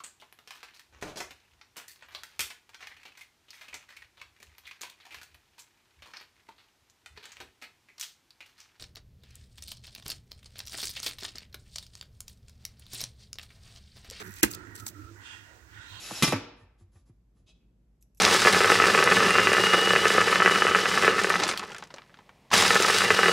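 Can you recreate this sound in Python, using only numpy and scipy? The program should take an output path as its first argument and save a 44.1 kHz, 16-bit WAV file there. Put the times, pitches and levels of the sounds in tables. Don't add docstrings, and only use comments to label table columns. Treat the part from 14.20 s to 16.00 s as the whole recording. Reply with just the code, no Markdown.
import sys
import numpy as np
from scipy import signal
from scipy.io import wavfile

SR = 44100
rng = np.random.default_rng(int(sys.argv[2]) if len(sys.argv) > 2 else 0)


def makeup_ratio(level_db):
    decades = np.asarray(level_db, float) / 20
    return 10 ** decades


def transcribe(u):
    v = np.clip(np.atleast_2d(u).T, -1, 1)
    q = np.round(v * 32767).astype(np.int16)
    wavfile.write(sys.argv[1], SR, q)


N = 79380
T = np.arange(N) / SR

# (frequency [Hz], density [dB])
YARD_SPECTRUM = [(30, -22), (70, 0), (200, -19), (450, -20.5), (720, -25.5), (1500, -18.5), (3200, -40),
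                 (7800, -26), (9500, -43.5), (16500, -33)]
# (frequency [Hz], level difference [dB])
FAR_BALANCE = [(60, -11.5), (300, -11), (15000, -7.5)]
# (frequency [Hz], correlation [-1 to 1])
FAR_LIKENESS = [(60, 1), (290, 0.91), (1400, -0.21), (15000, 0.17)]
# (time [s], level [dB], upper level [dB], upper centre [Hz])
STROKE_CURVE = [(0, -54, -75, 2540), (.3, -63.5, -56, 2570), (.55, -55, -82.5, 2320),
                (.72, -72, -75.5, 2520), (.93, -70.5, -71.5, 2500), (.97, -60.5, -86, 2600),
                (1.01, -57, -72, 3200), (1.06, -57, -55, 3500), (1.15, -56, -56, 3340),
                (1.22, -63, -68, 3440), (1.33, -61.5, -72, 2884), (1.46, -73, -80, 2660),
                (1.56, -55, -67, 3570), (1.68, -56, -60.5, 3990), (1.72, -60, -56, 4220),
                (1.8, -56.5, -56, 4400)]
# (frequency [Hz], width [Hz], level [dB])
BLADE_LOW_MODES = [(924, 160, -10), (1443, 76, -4.5), (1570, 500, -2), (1891, 110, -4)]
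# (frequency [Hz], level [dB])
BLADE_TOP_MODES = [(2500, -4.5), (2770, -1), (3050, -5.5), (3270, -1.5), (3560, -2.5), (3800, -2.5),
                   (4080, -2.5), (4380, -4.5)]
# (start [s], length [s], frequency [Hz], width [Hz], level [dB])
FAR_RINGS = [(1.08, .07, 4800, 200, -70), (0.294, .09, 150, 55, -55), (0.513, 0.21, 200, 84, -61.5),
             (0.781, 0.136, 300, 50, -58), (1.09, .05, 3300, 90, -60), (1.27, .12, 600, 250, -66),
             (1.68, .06, 3950, 120, -63), (.42, .08, 280, 70, -58), (1.73, 0.079, 1020, 150, -60.5),
             (1.72, .08, 520, 630, -66), (1.1, 0.043, 6540, 340, -69)]
# (time [s], low hum level [dB], second hum level [dB])
HOLLOW_CURVE = [
    (0, -60, -74),
    (.14, -54.5, -65),
    (0.201, -66, -67),
    (0.302, -46, -49),
    (.5, -53.5, -57.5),
    (.8, -52, -61.5),
    (0.998, -58.5, -67),
    (1.45, -65.5, -70),
    (1.8, -54.5, -68.5),
]
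# (frequency [Hz], width [Hz])
HOLLOW_MODES = [
    (102, 12.5),
    (307, 98),
]
# (start [s], length [s], level [dB])
AIR_WHISTLES = [
    (.31, 0.13, -57),
    (0.601, 0.072, -56),
    (0.763, 0.13, -56.5),
]
# (start [s], length [s], frequency [Hz], level [dB])
STOVE_DRONES = [(0.012, 0.022, 300, -54.5), (0.06, 0.044, 291, -63), (0.165, 0.034, 60.9, -58.5),
                (0.008, 0.019, 414.5, -47), (0, 0.03, 201, -55), (0.046, 0.051, 373.5, -54.5),
                (0.049, 0.059, 187.7, -54), (0.762, 0.059, 299, -56.5), (0.892, 0.072, 335, -61.5),
                (1.561, 0.042, 101.3, -53), (1.707, 0.13, 100, -53)]
# (frequency [Hz], level [dB], decay time T60 [s])
BODY_MODES = [(80, -16, 0.12), (103.4, -8.5, 0.064), (212, -16.5, 0.11), (275, -10, 0.04),
              (330, -11, 0.045), (462, -21, 0.075), (620, -24, 0.027), (727, -26.5, 0.028),
              (160, -14, 0.05), (920, -25.5, 0.019), (1240, -14.5, 0.015), (1695, -3.5, 0.0088),
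              (1980, -8, 0.016), (2466, -6, 0.016)]
# (time [s], level [dB])
BODY_PUSHES = [
    (.2304, -22),
    (.2334, -24),
    (.2362, -20),
    (.2399, -21),
]
# (start [s], length [s], level [dB], centre [Hz])
CLAY_SMEARS = [(0, .027, -50, 4500), (0, .026, -46, 1600), (.017, .01, -44, 1700), (0, .211, -59, 11000),
               (0.166, 0.12, -53.5, 5600), (.306, .013, -46, 13000), (.329, .022, -47, 13000),
               (.27, .04, -57, 9000), (0.55, 0.061, -52, 6740), (0.6, 0.11, -60, 12000),
               (0.664, 0.026, -45, 12000), (.69, .015, -54, 11000), (0.763, 0.11, -70, 7500)]
# (time [s], peak [dB], centre [Hz], decay [ms])
CLAY_SNAPS = [(.0445, -41, 14000, 1.5), (.0815, -42, 6500, 1.5), (.0935, -42, 6000, 2),
              (.1185, -38, 14500, 2), (.1205, -41, 6000, 2), (.1400, -38, 13500, 1.5),
              (.1630, -39, 6500, 2), (.0660, -41, 12000, 2), (.053, -40, 10000, 2), (.062, -40, 6000, 2.5),
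              (.072, -39, 6000, 2.5), (.077, -38, 14000, 2), (.1082, -37, 12200, 2.5),
              (.1395, -35, 7300, 1.6), (.1585, -35, 15000, 4), (.2084, -37, 10000, 3),
              (.3085, -33, 13000, 2), (.3137, -23, 7800, 1.2), (.3140, -28, 14000, 3),
              (.3178, -26, 7200, 1.3), (.3275, -30, 13000, 4), (.3358, -26, 4900, 2.5),
              (.3475, -29, 6800, 2), (.3487, -27, 12000, 1.5), (.3490, -29, 5000, 2.5),
              (.3515, -32, 6500, 2), (.5541, -30, 8510, 3), (.5550, -34, 12000, 2), (.5625, -34, 8000, 3),
              (.579, -37, 4500, 3), (.598, -36, 7500, 5), (.604, -37, 6500, 3), (.6660, -20, 7900, .6),
              (.6661, -23, 4200, .6), (.6663, -27, 1000, 1.2), (.6672, -32, 1900, 1.2),
              (.6678, -27, 7500, 1.5), (.6698, -26, 8000, 1.2), (.6715, -24, 14500, 2),
              (.6798, -26, 5600, 1.2), (.6810, -28, 12500, 2), (.6822, -27, 12500, 1.5),
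              (.6845, -32, 7000, 1.5), (.6880, -32, 7800, 2)]
# (time [s], peak [dB], centre [Hz], decay [ms], pan [dB])
SLAP_HITS = [(.2301, -2.5, 10500, .9, 5), (.2313, -3, 11500, 1.3, 4), (.2328, -4, 8000, 1.2, 4),
             (.2342, -7, 6800, 1.8, 0), (.2262, -25, 2200, 6, -3), (.2382, -7, 1800, 1.8, -8),
             (.2402, -13, 1700, 2.0, -8), (.249, -27, 2300, 4, -6), (.2555, -29, 2300, 3, -6),
             (.266, -33, 1900, 5, -6), (.278, -35, 1600, 5, -6), (.2385, -15, 11500, 1.5, 0),
             (.2445, -19, 8000, 3.5, 0), (.2465, -16, 14000, 4, 0), (.2515, -25, 7500, 6, -2)]
# (start [s], length [s], frequency [Hz], level [dB])
DUCK_LEAKS = [
    (.2135, .003, 5950, -55),
    (.218, .006, 2400, -56),
]

YARD_DB = -59.5
TOP_SPREAD_HZ, EDGE_HZ = 1350, 100
FLICKER_DB = 2.2
WHISTLE_HZ, DRONE_ROUGH_RAD = 1332, .7
THUD_CUT_HZ, KNOCK_FROM_HZ, KNOCK_LAG_S = 470, 560, .00025
GRAINS_PER_S, GRAIN_SPREAD_DB = 9300, 4
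PORT_LAG_S, PORT_SHARED = .0005, .6
SMEAR_FADE_S = .0045
DIP_HZ, DIP_WIDTH_HZ, DIP_SHARE = 10100, 1730, .52
CLICK_SHARE, SNAP_PAN_DB = 4, -3
ECHO_DB, ECHO_T60_S = -15, .13
DUCK_DB, DUCK_S, DUCK_END_S = -24, .2112, .2250
CEILING, CUTOFF_HZ = 1.2, 16300


def rms_one(x):
    return x / np.sqrt(np.mean(x ** 2) + 1e-20)


def in_time(rows):
    s, *columns = np.transpose(rows)
    return [np.interp(T, s, column) for column in columns]


def at_hz(points, hz):
    f, value = np.transpose(points)
    return np.interp(np.log(hz), np.log(np.maximum(f, 1)), value)


def drift(rate):
    coarse = 40
    r = np.exp(-2 * np.pi * coarse * rate / SR)
    noise = rng.standard_normal(N // coarse + 2002)
    slow = signal.lfilter([1], [1, -2 * r, r * r], noise)[2000:]
    return np.interp(np.arange(N) / coarse, np.arange(len(slow)), rms_one(slow))


def gate(start, length, fade):
    rise, fall = (T - start) / fade + 1, (start + length - T) / fade + 1
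    return np.clip(np.minimum(rise, fall), 0, 1) ** 2


def butter(order, edges_hz, kind, x):
    return signal.sosfilt(signal.butter(order, edges_hz, kind, fs=SR, output="sos"), x)


def resonate(x, hz, width_hz):
    r = np.exp(-np.pi * width_hz / SR)
    gain = (1 - r * r) / 2
    poles = [1, -2 * r * np.cos(2 * np.pi * hz / SR), r * r]
    return signal.lfilter([gain, 0, -gain], poles, x + 1e-18)


def place(mid_side, hz):
    alike = np.clip(at_hz(FAR_LIKENESS, hz), -.99, .99)
    pan_db = at_hz(FAR_BALANCE, hz)
    mid = np.sqrt(1 + alike) * mid_side[0]
    side = np.sqrt(1 - alike) * mid_side[1]
    lr = (mid + side * np.array([[1], [-1]])) * makeup_ratio(np.array([[pan_db / 2], [-pan_db / 2]]))
    return lr / np.sqrt(np.mean(lr.mean(axis=0) ** 2))


def humming(hz, width_hz):
    x = rng.standard_normal((2, N))
    for _ in range(2):
        x = resonate(x, hz, width_hz * 1.38)
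    return place(x, hz)


def yard():
    out, edges = 0, 30 * 2 ** np.arange(0, 9.6, .5)
    white = rng.standard_normal((2, 2, N))
    for k, (lo, hi) in enumerate(zip(edges, edges[1:])):
        hz = np.sqrt(lo * hi)
        x = butter(2, [lo, min(hi, 20000)], "band", white[k % 2])
        level_db = at_hz(YARD_SPECTRUM, hz) + 10 * np.log10(hi - lo)
        out = out + makeup_ratio(level_db + 2.7 * drift(7.4)) * place(x, hz)
    return makeup_ratio(YARD_DB) * out / np.sqrt(np.mean(out.mean(axis=0) ** 2))


def strokes():
    db, top_db, centre = in_time(STROKE_CURVE)
    out = 0
    for hz, width, mode_db in BLADE_LOW_MODES:
        out = out + makeup_ratio(db + mode_db + FLICKER_DB * drift(6.4)) * humming(hz, width)
    for hz, mode_db in BLADE_TOP_MODES:
        offset = (hz - centre) / np.where(hz > centre, EDGE_HZ, TOP_SPREAD_HZ)
        level_db = top_db + mode_db - 1.0 + 1.2 * drift(5.5) - 1.5 * offset ** 2
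        out = out + makeup_ratio(level_db) * humming(hz, 90)
    hiss = butter(6, [1200, 8600], "band", rng.standard_normal((2, N)))
    hiss = signal.lfilter([1], [1, -.4], hiss)
    for s, length, hz, width, ring_db in FAR_RINGS:
        out = out + makeup_ratio(ring_db) * gate(s, length, .043) * humming(hz, width)
    return out + makeup_ratio(.53 * top_db - 28.5) * place(hiss, 2500)


def hollow():
    out = 0
    for db, (hz, width) in zip(in_time(HOLLOW_CURVE), HOLLOW_MODES):
        out = out + makeup_ratio(db + .5 + 1.45 * drift(44.3)) * humming(hz, width)
    whistle = sum(makeup_ratio(db) * gate(s, length, .038) for s, length, db in AIR_WHISTLES)
    out = out + whistle * humming(WHISTLE_HZ, 88)
    for s, length, hz, db in STOVE_DRONES:
        level_db = db + 2.5 * drift(40) + np.array([[-5.5], [3.3]])
        phase = DRONE_ROUGH_RAD * drift(30) + rng.uniform(0, 6.1)
        tone = np.sqrt(2) * np.sin(2 * np.pi * hz * T + phase)
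        out = out + gate(s, length, .012) * makeup_ratio(level_db) * tone
    return out


def body():
    s, db = np.transpose(BODY_PUSHES)
    thud, knock = np.zeros((2, N)), np.zeros((2, N))
    for hz, mode_db, t60 in BODY_MODES:
        hits = np.zeros((2, N))
        chance_db = 1.72 * rng.normal(0, 1, (len(s), 2)).T
        hits[:, (s * SR).astype(int)] = makeup_ratio(db + mode_db + chance_db)
        ring = resonate(hits, hz, np.log(1000) / np.pi / t60) * SR * t60 / np.log(1000)
        if hz > KNOCK_FROM_HZ:
            knock += ring
        else:
            thud += ring
    thud = butter(4, [55, THUD_CUT_HZ], "band", thud)
    knock = butter(3, [KNOCK_FROM_HZ, 3000], "band", knock)
    knock[0] = np.roll(knock[0], int(KNOCK_LAG_S * SR))
    return thud * makeup_ratio(np.array([[-2.5], [2.5]])) + knock * makeup_ratio(np.array([[-6.5], [3.5]]))


def grains(count):
    shape = (3, count)
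    size = makeup_ratio(GRAIN_SPREAD_DB * np.minimum(rng.exponential(1, shape), 5)) * rng.choice([-1, 1], shape)
    g = size * (rng.random(shape) < GRAINS_PER_S / SR) + .6 * rng.standard_normal(shape)
    i = np.arange(count)
    late = np.interp(i - PORT_LAG_S * SR, i, g[0], period=count)
    shared = np.array([g[0], late])
    return rms_one(np.sqrt(PORT_SHARED) * shared + np.sqrt(1 - PORT_SHARED) * g[1:])


def dip_fizz(x):
    return x - DIP_SHARE * resonate(x, DIP_HZ, DIP_WIDTH_HZ)


def smears():
    out = 0
    for s, length, db, hz in CLAY_SMEARS:
        level = makeup_ratio(db + FLICKER_DB * drift(88))
        fizz = rms_one(butter(2, [hz / 2.8, min(hz * 2.0, 19000)], "band", grains(N)))
        out = out + gate(s, length, SMEAR_FADE_S) * level * fizz
    return dip_fizz(out) * makeup_ratio(np.array([[-.5], [3]]))


def cracks(rows, sharp, wide_db, reach):
    size = 2048
    out, t = np.zeros((2, N + size)), np.arange(size) / SR
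    for s, db, hz, ms, pan_db in rows:
        x = grains(size) * np.exp(-t * 1000 / ms) * (1 - np.exp(-t / .000067))
        x[[0, 1], [2, 2 + int(PORT_LAG_S * SR)]] += CLICK_SHARE
        wide = butter(3, max(hz / reach, 700), "high", x)
        x = rms_one(resonate(x, hz, hz / sharp)) + makeup_ratio(wide_db) * rms_one(wide)
        i = int(s * SR)
        level = makeup_ratio(db + np.array([[pan_db / 2], [-pan_db / 2]]))
        out[:, i:i + size] += x / np.abs(x).max() * level
    return out[:, :N]


def snaps():
    rows = [tuple(row) + (SNAP_PAN_DB,) for row in CLAY_SNAPS]
    return cracks(rows, sharp=5, wide_db=-5, reach=2)


def slap():
    return cracks(SLAP_HITS, sharp=2.5, wide_db=-3, reach=5)


def echoes(x):
    t = np.arange(6000) / SR
    tail = rng.standard_normal((2, 6000)) * makeup_ratio(-60 * t / ECHO_T60_S) * (t > .003)
    tail = signal.lfilter([.5], [1, -.5], tail)
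    tail = tail / np.sqrt(np.sum(tail ** 2) / 2)
    return makeup_ratio(ECHO_DB) * signal.fftconvolve(x, tail, axes=1)[:, :N]


def scene():
    near = snaps() + slap() + body()
    return near + echoes(near) + smears() + hollow() + strokes() + yard()


def roll_off(x):
    return signal.sosfilt(signal.butter(12, 16970, fs=SR, output="sos"), x)


def record(dry):
    fade = .002
    x = dry * makeup_ratio(DUCK_DB * gate(DUCK_S + fade, DUCK_END_S - DUCK_S - 2 * fade, fade))
    for s, length, hz, db in DUCK_LEAKS:
        x = x + makeup_ratio(db) * gate(s, length, fade) * humming(hz, 300)
    x = CEILING * np.tanh(x / CEILING)
    x = signal.sosfilt(signal.cheby2(12, 60, CUTOFF_HZ + 600, fs=SR, output="sos"), x)
    return roll_off(x)


dry = scene()
out = record(dry)
transcribe(out)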